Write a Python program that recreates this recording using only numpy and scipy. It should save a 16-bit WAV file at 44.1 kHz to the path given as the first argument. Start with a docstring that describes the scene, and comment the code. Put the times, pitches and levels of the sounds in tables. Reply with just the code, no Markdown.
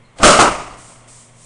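"""A pneumatic potato launcher fires in a yard, close to a small camera whose input overloads.
A bird chirps once over outdoor air and a faint machine hum. The valve clicks and leaks for a moment,
then the tank dumps its air through the barrel and excites its resonances. A hollow pop and a last gush
follow and roll away, scattered by walls and trees. Finally leftover air hisses out in three spurts."""
import sys
import numpy as np
from scipy import signal
from scipy.fft import rfft, irfft, next_fast_len
from scipy.io import wavfile
from scipy.ndimage import map_coordinates

SR = 44100
rng = np.random.default_rng(int(sys.argv[2]) if len(sys.argv) > 2 else 0)


def dump(signal):
    """Clip the signal to [-1, 1] and save it as 16-bit WAV at the path in sys.argv[1]."""
    limited = np.clip(np.atleast_2d(signal).T, -1, 1)
    pcm = np.round(limited * 32767).astype(np.int16)
    wavfile.write(sys.argv[1], SR, pcm)


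N = 63945

# Noise spectra. Each row: frequency in Hz, relative spectral density in dB.
BARREL_SPECTRUM = [(25, -4), (60, -15), (130, -10.5), (230, -4), (370, -5), (480, -7), (550, -2), (595, 5),
                   (650, -2), (720, -5), (850, -8), (980, -9), (1130, -1.5), (1260, 1), (1400, -5),
                   (1520, -7.5), (1780, -20.5), (2150, -11), (2420, -15), (2900, -13), (3400, -26),
                   (4400, -48), (7500, -92)]  # resonances of the barrel
THUMP_SPECTRUM = [(15, -17), (30, 2.5), (60, -7), (130, -8), (230, 1.5), (400, -8.5), (800, -33),
                  (2000, -81)]  # bass of the shot
POP_SPECTRUM = [(100, -23), (250, -19), (420, -4), (540, -16), (630, -3.5), (720, 2), (810, 4),
                (900, -11.5), (1020, -7), (1400, -10.5), (1800, -21), (3400, -27), (6000, -66)]  # hollow second bang
GUSH_SPECTRUM = [(60, -22.5), (100, -12), (150, -12), (230, -5.5), (340, -1), (480, -6), (650, -7),
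                 (800, -5), (930, -5), (1130, -1), (1300, 1.5), (1450, -5.5), (1750, -17), (2100, -15),
                 (3000, -21), (4400, -40), (7000, -70)]  # outflow after the pop
JET_SPECTRUM = [(600, -36.5), (1500, 2), (2500, -2), (4000, -0.5), (7500, 0.5), (9500, -0.5), (11000, -19)]  # turbulent hiss
SEEP_SPECTRUM = [(25, -5), (100, -10), (250, -6.5), (340, -5), (400, -6), (470, -13), (560, 0.5), (680, -2),
                 (800, -7), (1020, -14.5), (1200, -5), (1400, -9.5), (1650, -21), (3200, -24.5),
                 (5000, -49), (8000, -80)]  # air seeping into the barrel
YARD_SPECTRUM = [(59, -36), (100, -8), (189, -8.5), (219, -13), (330, -6), (444, -7.5), (691, -0.5),
                 (875, -4), (1210, 0), (1670, -14.5), (2030, -12), (2850, -15), (3400, -25), (4420, -45),
                 (7480, -120)]  # boom of the reverberation
RUMBLE_SPECTRUM = [(15, 4), (35, 8.5), (60, 1), (100, -5), (170, -5), (260, -2), (400, -9), (800, -37),
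                   (2000, -73)]  # bass of the reverberation
SPURT_SPECTRUM = [(1000, -24), (2500, -9.5), (4500, -9.5), (6500, -3), (8500, 2), (9700, -0.5),
                  (11000, -14)]  # thin hiss of leftover air
CLICK_SPECTRUM = [(500, -16), (1200, -9), (2200, 2), (2700, -1), (3300, 3), (4200, -2.5), (5500, -19),
                  (8800, -4), (11000, -26.5)]  # knocking plastic
AIR_SPECTRUM = [(20, 4), (60, -9.5), (150, -1.5), (300, -15.5), (550, -10.5), (850, -15.5), (1050, -12),
                (1590, -22.5), (2120, -15.5), (2500, -23), (3200, -22.5), (4500, -35), (10000, -30),
                (12000, -68)]  # outdoor background

# Surges of air after the pop. Each row: start in seconds, length in seconds, level in dB.
GUSH_SURGES = [(0.393, 0.035, -4.5), (0.433, 0.027, -11.5), (0.456, 0.028, -11)]
# Hiss behind the shot and the pop. Each row: start, rise and T60 in seconds, level in dB.
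JET_BURSTS = [(0.235, 0.0086, 0.42, -1), (0.389, 0.012, 0.21, -4)]
# The opening valve. Each row: time in seconds, level in the barrel in dB, level of the hiss in dB.
VALVE_LEAK = [(0.159, -49.5, -63), (0.181, -45.5, -48.5), (.19, -39.5, -45), (.202, -21.5, -43),
              (0.215, -23, -37), (0.229, -15.5, -26)]
# Escapes of leftover air. Each row: start, rise, hold and release in seconds, level in dB.
AIR_SPURTS = [(0.765, 0.022, .13, .09, -45.5), (1.072, 0.016, .13, .08, -46), (1.34, 0.11, .06, .08, -46)]
# Knocks of the valve and trigger. Each row: start in seconds, level in dB.
CLICK_EVENTS = [(.169, -52), (.1855, -32), (1.041, -55), (1.076, -52.5)]
# Pitch contour of the bird. Each row: time in seconds, frequency in Hz.
CHIRP_PITCH = [(0.038, 4220), (0.053, 4220), (.059, 3880), (.067, 3900)]
# Partials of the machine hum. Each row: frequency in Hz, base level in dB.
HUM_PARTIALS = [(119.5, -50), (236, -58.5)]
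# Slow wavering of the hum. Each row: time in seconds, gain in dB.
HUM_WAVER = [(0, 0), (.12, -9.5), (.8, -0.5), (1.45, -1.5)]
# Frequency response of the camera. Each row: frequency in Hz, gain in dB.
CAMERA_RESPONSE = [(20, -2), (8500, 1), (9600, -1.5), (10300, -4.5), (10900, -17.5), (11400, -58)]

SHOT_S, POP_S, ATTACK_S = 0.2317, 0.389, 0.0011
BAND_LIMIT_HZ = 11364


def amp(db):
    """Amplitude ratio of a level in decibels."""
    return 10 ** (np.asarray(db) / 20)


def since(start):
    """Seconds elapsed since start, zero before it."""
    return np.maximum(np.arange(N) / SR - start, 0)


def colour(x, spectrum):
    """Linear filtering: gains are interpolated over log frequency and vanish above the band limit."""
    size = next_fast_len(N + 8192)
    hz = np.fft.rfftfreq(size, 1 / SR)
    knot_hz, knot_db = np.transpose(spectrum)
    gain = amp(np.interp(np.log(hz + 1), np.log(knot_hz + 1), knot_db))
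    return irfft(rfft(x, size) * gain * (hz < BAND_LIMIT_HZ), size)[:N]


def noise(spectrum):
    """Source and filter: white noise shaped by a spectrum and scaled to rms 1."""
    shaped = colour(rng.standard_normal(N), spectrum)
    return shaped / np.sqrt(np.mean(shaped ** 2) + 1e-20)


def wobble(rate):
    """Slow random modulation: a spline through rate random knots a second."""
    knots = rng.standard_normal(int(N * rate / SR) + 4)
    return map_coordinates(knots, [np.arange(N) * rate / SR])


def burst(start, rise, t60):
    """Exponential build-up under an exponential decay of 60 dB in t60 seconds."""
    t = since(start)
    return (1 - np.exp(-t / rise)) * amp(-60 * t / t60)


def shot():
    """Pipe resonance: the valve cracks open and the dumped air makes the barrel roar over a thump."""
    roar = amp(7) * burst(SHOT_S, ATTACK_S, t60=0.41) * noise(BARREL_SPECTRUM)
    thump = amp(-1.5) * burst(SHOT_S, ATTACK_S, t60=0.21) * noise(THUMP_SPECTRUM)
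    crack = amp(3) * burst(SHOT_S, ATTACK_S, t60=0.022) * noise(JET_SPECTRUM)
    return roar + thump + crack


def muzzle_wave(push_s=0.0044):
    """Blast wave: a short compression leaves the muzzle, followed by a longer rarefaction."""
    age = since(SHOT_S) / push_s
    return amp(-5) * (age > 0) * (1 - age) * np.exp(-age)


def pop_and_gush(rise_s=0.0065, release_s=0.0089):
    """Damped resonance gives a hollow second bang; air gushes in surges that add in power, then stops."""
    bang = amp(6) * burst(POP_S, ATTACK_S, t60=0.11) * noise(POP_SPECTRUM)
    surges = []
    for start, length, db in GUSH_SURGES:
        onset = 1 - np.exp(-since(start) / rise_s)
        surges.append(amp(db) * onset * np.exp(-since(start + length) / release_s))
    return bang + np.linalg.norm(surges, axis=0) * noise(GUSH_SPECTRUM)


def jets(flutter_db=0.84):
    """Turbulence radiates broadband noise: a fluttering hiss builds up behind each bang."""
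    return sum(amp(db + flutter_db * wobble(250)) * burst(start, rise, t60) * noise(JET_SPECTRUM)
               for start, rise, t60, db in JET_BURSTS)


def yard_reverberation(start=0.39, rise=0.028, late_t60=2):
    """Scattering by walls and trees: a quick and a slow decay add in power, with an uneven level."""
    unevenness = amp(0.89 * wobble(69.5))

    def band(spectrum, early_db, early_t60, late_db):
        early = amp(early_db) * burst(start, rise, early_t60)
        late = amp(late_db) * burst(start, rise, late_t60)
        return np.hypot(early, late) * unevenness * noise(spectrum)

    boom = band(YARD_SPECTRUM, early_db=-10.5, early_t60=0.6775, late_db=-32.5)
    bass = band(RUMBLE_SPECTRUM, early_db=-21, early_t60=0.8, late_db=-38.5)
    treble = band(JET_SPECTRUM, early_db=-23.5, early_t60=0.74, late_db=-44)
    return boom + bass + treble


def valve_leak():
    """Flow through a constriction: air hisses past the opening valve into the barrel until the shot."""
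    t = since(0)
    times, barrel_db, hiss_db = np.transpose(VALVE_LEAK)
    seep = amp(np.interp(t, times, barrel_db)) * noise(SEEP_SPECTRUM)
    hiss = amp(np.interp(t, times, hiss_db)) * noise(JET_SPECTRUM)
    return (seep + hiss) * (t > times[0]) * (t < SHOT_S)


def spurts():
    """Jet noise: leftover air escapes in thin hisses that rise, hold and die away."""
    envelope = sum(amp(db) * np.minimum(since(start) / rise, 1)
                   * np.exp(-since(start + rise + hold) / release)
                   for start, rise, hold, release, db in AIR_SPURTS)
    return envelope * noise(SPURT_SPECTRUM)


def clicks():
    """Impact excitation: small plastic parts knock as the launcher is fired and lowered."""
    envelope = sum(amp(db) * burst(start, ATTACK_S, t60=0.06) for start, db in CLICK_EVENTS)
    return envelope * noise(CLICK_SPECTRUM)


def bird(echo_t60=0.5):
    """A faint tone glides down; convolution with the yard's impulse response adds its echo."""
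    t = since(0)
    times, hz = np.transpose(CHIRP_PITCH)
    progress = np.clip((t - times[0]) / (times[-1] - times[0]), 0, 1)
    phase = 2 * np.pi * np.cumsum(np.interp(t, times, hz)) / SR
    chirp = amp(-59.5) * np.sin(np.pi * progress) * np.sin(phase)
    yard = rng.standard_normal(N) * amp(-60 * t / echo_t60)
    return chirp + signal.fftconvolve(chirp, yard / np.linalg.norm(yard))[:N]


def background():
    """Ambient noise: outdoor air and a machine hum, slightly modulated in amplitude and phase."""
    t = since(0)
    waver_db = np.interp(t, *np.transpose(HUM_WAVER))
    hum = np.zeros(N)
    for hz, db in HUM_PARTIALS:
        rms = amp(db + waver_db + wobble(17))
        hum += rms * np.sqrt(2) * np.sin(2 * np.pi * hz * t + 0.5 * wobble(14))
    return amp(-49.5) * noise(AIR_SPECTRUM) + hum


def scene():
    """Superposition: the pressures of all sources add at the microphone."""
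    firing = valve_leak() + shot() + muzzle_wave() + pop_and_gush() + jets()
    return (firing + yard_reverberation() + spurts() + clicks() + bird() + background())[None]


def record(dry):
    """Saturation: the camera's input squares off the bangs; its low-pass then cuts the top octave."""
    clip_level, hardness = 0.68, 5.5
    pressure = dry[0]
    clipped = pressure / (1 + np.abs(pressure / clip_level) ** hardness) ** (1 / hardness)
    return colour(clipped, CAMERA_RESPONSE)[None]


dry = scene()
out = record(dry)
dump(out)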